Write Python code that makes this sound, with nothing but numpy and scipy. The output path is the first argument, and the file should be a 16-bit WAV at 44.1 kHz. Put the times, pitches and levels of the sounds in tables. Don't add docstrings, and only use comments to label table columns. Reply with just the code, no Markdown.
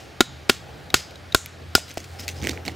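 import sys
import numpy as np
from scipy import signal
from scipy.fft import rfft, irfft
from scipy.io import wavfile
from scipy.ndimage import uniform_filter1d

SR = 44100
rng = np.random.default_rng(int(sys.argv[2]) if len(sys.argv) > 2 else 0)


def gain_from_db(level_db):
    decades = np.asarray(level_db, float) / 20
    return 10 ** decades


def wav_record(signal):
    frames = np.transpose(np.atleast_2d(signal))
    bounded = np.clip(frames, -1, 1)
    quanta = np.round(bounded * 32767).astype(np.int16)
    wavfile.write(sys.argv[1], SR, quanta)


N = 121275

# (time [s], crack level [dB], stick boom level [dB], stump thud level [dB], contact [s])
BLOWS = [
    (0.206, -1, -6.5, -35, 0.003),
    (0.4956, 2, -7.5, -25.5, 0.0036),
    (0.9418, 1, -17.5, -18, 0.0013),
    (1.3468, -0.5, -15, -16.5, 0.0019),
    (1.7514, -0.5, -14.5, -17, 0.0034),
]
# (mallet level [dB], blade level [dB], blade pitch [ratio], tear level [dB], tear t60 [s])
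SPLITS = [(0, -18, 1.0, -29.5, 0.13), (-3.5, -31, 1.2, -31.5, 0.25), (-3.5, -9, 1.017, -25.5, 0.25),
          (-2.5, -15, .98, -30.5, 0.13), (-2, -8.5, 1.01, -23, 0.15)]
# (edge tick level [dB], single ringing mode [Hz], its level [dB], lingering ring level [dB])
STEEL = [(-10, 3800, -5, -72), (-7.5, 3845, -5.5, -70), (-9, 2910, -15, -29), (-1.5, 3730, -11, -70),
         (-3, 4940, -4.5, -44)]
# (second mallet mode [Hz], its level [dB], stick pitch [ratio], fibre hiss level [dB],
# hiss t60 [s])
GRIP = [(1303, -7.5, 0.96, -47, 0.26), (1312, -1.5, 1.023, -44, 0.22), (1270, 2, 1.016, -41, 0.19),
        (1488, 5.5, 1.12, -34.5, 0.37), (1353, -3.5, 1.03, -34, 0.23)]
# (first [Hz], level [dB], second [Hz], level [dB])
EXTRA_MODES = [(250, -15, 6850, -11.5), (2675, -10, 6090, -16.5), (4000, -12.5, 4720, -12),
               (4300, -18, 562, -21), (2900, -14, 4650, -13)]
# (frequency [Hz], level [dB], t60 [s])
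MALLET_MODES = [(1406, -3, 0.039), (1100, -5, 0.016), (795, -7.5, 0.017)]
# (frequency [Hz], level [dB], t60 [s])
BLADE_MODES = [(3800, -4, 0.019), (3230, -15.5, 0.0071), (5000, -3, 0.022), (5840, -37, 0.005),
               (6520, 7, 0.0075), (7740, 2.5, 0.011), (11140, -4.5, 0.02)]
# (frequency [Hz], level [dB], t60 [s])
STICK_MODES = [(376, 5, 0.022), (244, -8, 0.052), (587, -10, 0.036)]
# (frequency [Hz], level [dB])
CRACK_SPECTRUM = [(300, -19.5), (1900, 11), (3300, 12.5), (4700, 10), (6000, 6.5), (9000, -2),
                  (12000, -4.5), (15500, -5.5)]
# (frequency [Hz], level [dB])
TEAR_SPECTRUM = [(600, -47), (1500, -1.5), (3500, 3), (6500, 1), (9000, -9), (15500, -18)]
# (time [s], ring level [dB], ring [Hz], snap level [dB])
TICKS = [(0.4922, -21, 2400, -19), (0.9027, -26, 3800, -28.5), (1.109, -39, 2310, -33),
         (1.157, -35.5, 3840, -36.5), (1.322, -23.5, 3780, -43), (1.325, -29, 4030, -29),
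         (1.46, -33, 2270, -28.5), (1.9073, -47, 3140, -44), (1.913, -33.5, 6300, -32),
         (1.9727, -18.5, 666, -23.5), (1.974, -20.5, 310, -56), (1.9785, -31, 5150, -21.5),
         (2.0413, -39, 2050, -33)]
# (time [s], ring level [dB], ring [Hz], snap
# level [dB], t60 [s])
MORE_TICKS = [(1.7800, -20.5, 657, -36, 0.017), (2.2800, -26.5, 2610, -15.5, 0.024),
                (2.2880, -28, 2690, -16, 0.031), (2.299, -40, 2750, -28, .02), (2.4211, -31, 250, -44, 0.018),
                (2.4416, -30, 2250, -19, 0.0049), (2.4713, -5.5, 1980, -9.5, 0.0048),
                (2.4887, -35, 2000, -18.5, 0.011), (2.4934, -25.5, 3590, -14.5, 0.017),
                (2.5118, -29, 4560, -26, 0.02), (2.5319, -26, 1330, -34, 0.0078),
                (2.575, -15.5, 2200, -42, 0.0041), (2.652, -37, 2230, -26, 0.019),
                (2.6795, -18, 2230, -22, 0.013), (2.686, -28.5, 742, -42, 0.026),
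                (1.8805, -42, 2900, -32.5, .015), (1.897, -39, 2100, -36, 0.092), (1.9075, -36, 3300, -27, 0.0089),
              (2.003, -39, 6400, -33.5, 0.027), (2.2023, -40, 5300, -38, 0.0052), (2.4168, -32, 3200, -28, .005),
              (2.424, -30, 6130, -29.5, 0.0091), (2.432, -27, 2300, -26, .008), (2.4355, -38, 5000, -26, .005),
              (2.4480, -31, 2250, -28, .012), (2.449, -23, 2270, -27, 0.015), (2.4548, -25, 2300, -34, 0.0086),
              (2.4822, -36, 2400, -29, .006), (2.5075, -35, 1900, -24, 0.011), (2.6605, -36, 3730, -26, .01),
              (2.6650, -32, 3800, -33, 0.009), (2.6800, -16.5, 4300, -26, 0.0072), (2.6855, -30, 4100, -29, .007),
              (2.6951, -25.5, 2000, -40, 0.0093)]
# (frequency [Hz], level [dB])
SNAP_SPECTRUM = [(500, -21), (2000, 16), (5000, 11), (7000, 10), (10000, -2.5), (15500, -1)]
# (time [s], level [dB], frequency [Hz], t60 [s])
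BUMPS = [(2.4279, -20.5, 226, 0.02), (2.4438, -18.5, 300, 0.015), (2.4517, -18, 280, 0.009),
         (2.4681, -21, 336, 0.021), (2.4714, -19.5, 457, 0.015), (2.4922, -21, 318, 0.022),
         (2.506, -31, 300, 0.013), (2.516, -35, 258, 0.016), (2.643, -38, 260, 0.012),
         (2.6778, -19.5, 326, 0.015), (2.6815, -27.5, 790, 0.022)]
# (time [s], level [dB])
SPLINTERS = [(1.4598, -28), (1.9412, -39), (1.894, -42), (2.2025, -35), (2.281, -30)]
# (start [s], length [s], level [dB], low wood level [dB], favoured [Hz])
SCRAPES = [(1.874, 0.043, -52, -55, 4000), (1.893, 0.041, -51, -47, 2170),
           (1.985, 0.051, -49.5, -46.5, 6300), (2.039, 0.019, -47.5, -54, 7130),
           (2.185, 0.054, -41.5, -47.5, 5260), (2.217, .06, -47.5, -47.5, 4950),
           (2.279, 0.066, -45.5, -50, 6100), (2.354, 0.097, -50.5, -46, 5050),
           (2.406, 0.23, -44.5, -36.5, 2380), (2.647, 0.1, -45.5, -37.5, 2950),
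           (2.705, 0.056, -58, -42.5, 3030)]
# (frequency [Hz], level [dB])
RUSTLE_SPECTRUM = [(1500, -15), (4000, 7), (8000, 2), (12000, -6), (15500, -5)]
# (frequency [Hz], lead [rad])
LEFT_LEAD = [(60, 0.58), (860, 0.36), (2840, 0.16), (6500, 0.0072), (9000, 0.21)]
# (frequency [Hz], t60 [s])
ECHO_DECAY = [(200, .08), (1000, .2), (4000, .6), (7500, .55), (10000, .12)]
# (time [s], drone level [dB])
ENGINE_SWELL = [(0, -44), (.4, -45.5), (.8, -40), (1.052, -45.5), (1.25, -43.5), (1.5, -49), (1.7, -42.5),
                (1.95, -49), (2.2, -40.5), (2.5, -37.5), (2.75, -41)]
# (frequency [Hz], width [Hz], level [dB])
DRONES = [(72.8, 15.3, -7), (130, 21.5, -5.5)]
# (frequency [Hz], level [dB])
DRONE_NOISE = [(40, -30), (65, 0), (200, -6), (400, -31)]
# (frequency [Hz], level [dB])
ROAR_SPECTRUM = [(100, -13), (300, 1.5), (820, 0.5), (950, -10.5)]
# (frequency [Hz], density [dB per Hz])
WOOD_SPECTRUM = [(30, -44), (60, -4), (130, 2), (700, -16), (1400, -5), (4500, -13.5), (8000, -25),
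                 (15500, -38.5), (16300, -62)]
# (frequency [Hz], correlation [0-1])
LIKENESS = [(100, 0.95), (550, 0.41), (2000, 0.76), (4500, 1), (7000, 1), (9000, 0.73)]

THUD_HZ, THUD_T60_S = 83, 0.032
PAIR_T60_S, EXTRA_T60_S, TOP_T60_S, RING_SWELL_S = 0.017, 0.018, 0.017, 0.0027
EDGE_HZ, EDGE_WIDTH_HZ = 14000, 4500
LINGER_HZ, LINGER_WIDTH_HZ, LINGER_T60_S = 4950, 140, 0.45
TEAR_PER_S, TEAR_SPREAD_DB, HISS_HZ, HISS_WIDTH_HZ = 4900, 1.5, 6850, 1940
EARLIER_DB, EARLIER_T60_S = -49.5, 0.54
SCRAPE_PER_S, SCRAPE_SPREAD_DB = 9000, 2.5
SPLINTER_HZ, SPLINTER_WIDTH_HZ, SPLINTER_T60_S = 13100, 3700, 0.011
RUSTLE_DB, RUSTLE_FROM_S, RUSTLE_TO_S = -55.5, 1.75, 2.42
LATE_PAN_DB, LATE_FROM_S = -4.5, 2.4
ECHO_DB, ECHO_WIDTH = -27, 0.028
FIRING_HZ, FIRING_DB, WOBBLE_HZ, STEADY_FROM_S = 85.6, -1, 1.98, 0.96
ROAR_DB, ROAR_FOLLOW = -4.5, 0.97
WOOD_DB = -48.5
TOP_HZ, LOW_CUT_HZ, CEILING, KNEE = 15800, 31, 1.08, 6.0


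def evened(x):
    return x / np.sqrt(np.mean(x ** 2) + 1e-20)


def peaked(x):
    return x / abs(x).max()


def read(points, hz):
    f, value = np.transpose(points)
    return np.interp(np.log(hz + 1), np.log(f + 1), value)


def add(mix, s, sound):
    part = mix[round(s * SR):][:len(sound)]
    part += sound[:len(part)]


def high(x, hz):
    return signal.lfilter(*signal.butter(2, hz, "high", fs=SR), x)


def colour(x, points):
    log_gain = np.log(gain_from_db(read(points, abs(np.fft.fftfreq(2048, 1 / SR)))))
    phase = -signal.hilbert(log_gain).imag
    taps = np.fft.ifft(np.exp(log_gain + 1j * phase)).real[:1024]
    return signal.oaconvolve(x, taps / np.linalg.norm(taps))[:len(x)]


def resonate(x, hz, width_hz):
    turn = np.exp(2j * np.pi * hz * np.arange(x.shape[-1]) / SR)
    r = np.exp(-np.pi * width_hz / SR)
    return 2 * (turn * signal.lfilter([1 - r], [1, -r], x / turn)).real


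def modes(table, ratio=1):
    t = np.arange(SR // 2) / SR
    return sum(gain_from_db(db - 60 * t / t60) * np.sin(2 * np.pi * hz * ratio * t) for hz, db, t60 in table)


def struck(force, table, ratio=1):
    return signal.fftconvolve(force, modes(table, ratio))[:len(force)]


def grains(count, per_s, spread_db):
    chance, side, size = rng.random((count, 3)).T
    sizes = gain_from_db(-spread_db * np.log(np.maximum(size, 0.01)))
    return evened((chance < per_s / SR) * np.sign(side - 0.5) * sizes)


def blow(hit, split, steel, grip, extra):
    crack_db, boom_db, thud_db, contact_s = hit
    ring_db, blade_db, blade_ratio, tear_db, tear_t60 = split
    edge_db, top_hz, top_db, linger_db = steel
    pair_hz, pair_db, stick_ratio, hiss_db, hiss_t60 = grip
    a_hz, a_db, b_hz, b_db = extra
    t = np.arange(SR // 2) / SR
    swell = np.minimum(t / 0.00053, 1)

    release = np.where(t < contact_s, 1, gain_from_db(-60 * (t - contact_s) / 0.017))
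    chatter = grains(len(t), 9000, 4.13) * np.minimum(t / 0.00025, 1) * release
    push = np.sin(np.pi * np.clip(t / 0.000668 - 0.5, 0, 1)) ** 2 + 0.26 * chatter

    mallet = struck(push, MALLET_MODES + [(pair_hz, pair_db, PAIR_T60_S)])
    mallet = mallet * np.minimum(t / RING_SWELL_S + 0.31, 1)
    stick = high(high(struck(push, STICK_MODES, stick_ratio), 220), 74)
    edge = resonate(rng.standard_normal(len(t)) * gain_from_db(-60 * t / 0.0021), EDGE_HZ, EDGE_WIDTH_HZ)
    linger = resonate(rng.standard_normal(len(t)), LINGER_HZ, LINGER_WIDTH_HZ)
    parts = [
        (crack_db, colour(chatter, CRACK_SPECTRUM)),
        (ring_db, mallet),
        (blade_db, struck(chatter, BLADE_MODES, blade_ratio)),
        (boom_db, stick),
        (edge_db, edge),
        (linger_db, linger * gain_from_db(-60 * t / LINGER_T60_S)),
        (top_db, swell * modes([(top_hz, 0, TOP_T60_S)])),
        (a_db, swell * modes([(a_hz, 0, EXTRA_T60_S)])),
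        (b_db, swell * modes([(b_hz, 0, EXTRA_T60_S)])),
        (thud_db, -swell * modes([(THUD_HZ, 0, THUD_T60_S)])),
    ]
    fibres = tearing(t, tear_db, tear_t60, hiss_db, hiss_t60)
    return swell * fibres + sum(gain_from_db(db) * peaked(x) for db, x in parts)


def tearing(t, tear_db, tear_t60, hiss_db, hiss_t60):
    snaps = grains(len(t), TEAR_PER_S, TEAR_SPREAD_DB)
    hiss = resonate(resonate(snaps, HISS_HZ, HISS_WIDTH_HZ), HISS_HZ, 2 * HISS_WIDTH_HZ)
    crackle = colour(snaps, TEAR_SPECTRUM) * gain_from_db(tear_db - 60 * t / tear_t60)
    return crackle + evened(hiss) * gain_from_db(hiss_db - 60 * t / hiss_t60)


def earlier_fibres():
    t = np.arange(N) / SR
    return gain_from_db(EARLIER_DB - 60 * t / EARLIER_T60_S) * colour(rng.standard_normal(N), TEAR_SPECTRUM)


def tick(ring_db, hz, snap_db, t60=0.02):
    t = np.arange(SR // 10) / SR
    noise = rng.standard_normal(len(t))
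    ring = np.sin(2 * np.pi * hz * t) * np.minimum(2000 * t, 1) * gain_from_db(ring_db - 60 * t / t60)
    rough = 1 + 0.25 * evened(uniform_filter1d(noise[::-1], 30))
    snap = colour(noise * gain_from_db(-60 * t / (0.85 * t60)), SNAP_SPECTRUM)
    return ring * rough + gain_from_db(snap_db) * peaked(snap)


def bump(db, hz, t60):
    onset = np.minimum(np.arange(SR // 2) / SR / 0.0005, 1)
    return -onset * modes([(hz, db, t60)])


def splinter(db):
    t = np.arange(400) / SR
    burst = evened(resonate(rng.standard_normal(400), SPLINTER_HZ, SPLINTER_WIDTH_HZ))
    return gain_from_db(db - 60 * t / SPLINTER_T60_S) * burst


def scrape(length_s, level_db, low_db, hz, grit):
    count = SR // 4
    slips = grains(count, SCRAPE_PER_S, SCRAPE_SPREAD_DB)
    clumps = gain_from_db(2 * evened(uniform_filter1d(rng.standard_normal(count), size=150)))
    progress = np.minimum(np.arange(count) / SR / length_s, 1)
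    stroke = np.sin(np.pi * progress ** 0.56) ** 2
    bright = colour(slips, grit) + 0.75 * evened(resonate(slips, hz, 330))
    low = evened(high(struck_short(slips), 180))
    return stroke * clumps * (gain_from_db(level_db) * bright + gain_from_db(low_db) * low)


def struck_short(slips):
    return struck(slips, STICK_MODES, 0.79)


def rustle():
    t = np.arange(N) / SR
    gate = np.clip(np.minimum(t - RUSTLE_FROM_S, RUSTLE_TO_S - t) * 20, 0, 1)
    return gain_from_db(RUSTLE_DB) * gate * colour(grains(N, SCRAPE_PER_S, 4.5), RUSTLE_SPECTRUM)


def placed(near):
    lead = np.exp(0.5j * read(LEFT_LEAD, np.fft.rfftfreq(N, 1 / SR)))
    pair = irfft(rfft(near) * np.array([lead, 1 / lead]), N)
    late = np.clip((np.arange(N) / SR - LATE_FROM_S) / 0.026, 0, 1)
    pan_db = 0.5 + LATE_PAN_DB * late
    return pair * gain_from_db(np.array([pan_db, -pan_db]) / 2)


def echo(x):
    taps = np.zeros((2, SR // 2))
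    starts = np.arange(200, SR // 2 - 20, 20)
    shape = (2, len(starts))
    np.put_along_axis(taps, starts + rng.integers(0, 20, shape), rng.choice([-1., 1.], shape), 1)
    hz, t, z = signal.stft(taps, SR, nperseg=256)
    decay = gain_from_db(-60 * t / read(ECHO_DECAY, hz)[:, None])
    mid, side = signal.istft(z * decay, SR, nperseg=256)[1]
    tail = np.array([mid + ECHO_WIDTH * side, mid - ECHO_WIDTH * side])
    return signal.fftconvolve(x[None], tail / np.linalg.norm(tail[0]), axes=1)[:, :N]


def engine():
    t, (s, db) = np.arange(N) / SR, np.transpose(ENGINE_SWELL)
    level_db = np.interp(t, s, db)
    noise = field(DRONE_NOISE, patchy_db=1.5)
    drone = sum(gain_from_db(d) * evened(resonate(resonate(noise, hz, w), hz, 3 * w)) for hz, w, d in DRONES)
    wobble = evened(uniform_filter1d(uniform_filter1d(rng.standard_normal(N), 4000), 4000))
    tone = np.sqrt(2) * np.sin(2 * np.pi * np.cumsum(FIRING_HZ + WOBBLE_HZ * wobble) / SR)
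    steady = np.clip((t - STEADY_FROM_S) / 0.37, 0.25, 1)
    hum = gain_from_db(FIRING_DB) * steady * tone + (1.2 - 0.28 * steady) * drone
    roar = field([(40, -50)] + ROAR_SPECTRUM + [(4000, -30.5)], patchy_db=2)
    roar_db = ROAR_DB + db.mean() + ROAR_FOLLOW * (level_db - db.mean())
    return gain_from_db(level_db) * hum + gain_from_db(roar_db) * roar


def woodland():
    return gain_from_db(WOOD_DB) * field(WOOD_SPECTRUM, patchy_db=1.0)


def field(points, patchy_db):
    frames, hz = N // 256 + 5, np.fft.rfftfreq(1024, 1 / SR)
    a, b, c, d, patches = rng.standard_normal((frames, 513, 5)).T
    patches = evened(uniform_filter1d(uniform_filter1d(patches, 12, 0), 14, 1))
    same = np.clip(read(LIKENESS, hz), -1, 1)[:, None]
    left = a + 1j * b
    right = same * left + np.sqrt(1 - same ** 2) * (c + 1j * d)
    gain = gain_from_db(read(points, hz)[:, None] + patchy_db * patches)
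    return evened(signal.istft(np.array([left, right]) * gain, nperseg=1024, noverlap=768)[1][:, :N])


def scene():
    near = earlier_fibres() + rustle()
    for (s, *hit), split, steel, grip, extra in zip(BLOWS, SPLITS, STEEL, GRIP, EXTRA_MODES):
        add(near, s, blow(hit, split, steel, grip, extra))
    for s, *contact in TICKS + MORE_TICKS:
        add(near, s, tick(*contact))
    for s, *contact in BUMPS:
        add(near, s, bump(*contact))
    for s, db in SPLINTERS:
        add(near, s, splinter(db))
    for s, *stroke in SCRAPES:
        grit = SNAP_SPECTRUM if s < LATE_FROM_S - 0.1 else TEAR_SPECTRUM
        add(near, s, scrape(*stroke, grit))
    return placed(near) + gain_from_db(ECHO_DB) * echo(near) + engine() + woodland()


def low_pass(x):
    return signal.sosfilt(signal.butter(12, 16570, fs=SR, output="sos"), x)


def record(dry):
    dry = signal.oaconvolve(dry, signal.firwin(201, TOP_HZ, fs=SR)[None], "same")
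    dry = high(dry, LOW_CUT_HZ)
    mix = CEILING * dry / (1 + abs(dry / CEILING) ** KNEE) ** (1 / KNEE)
    return low_pass(mix)


dry = scene()
out = record(dry)
wav_record(out)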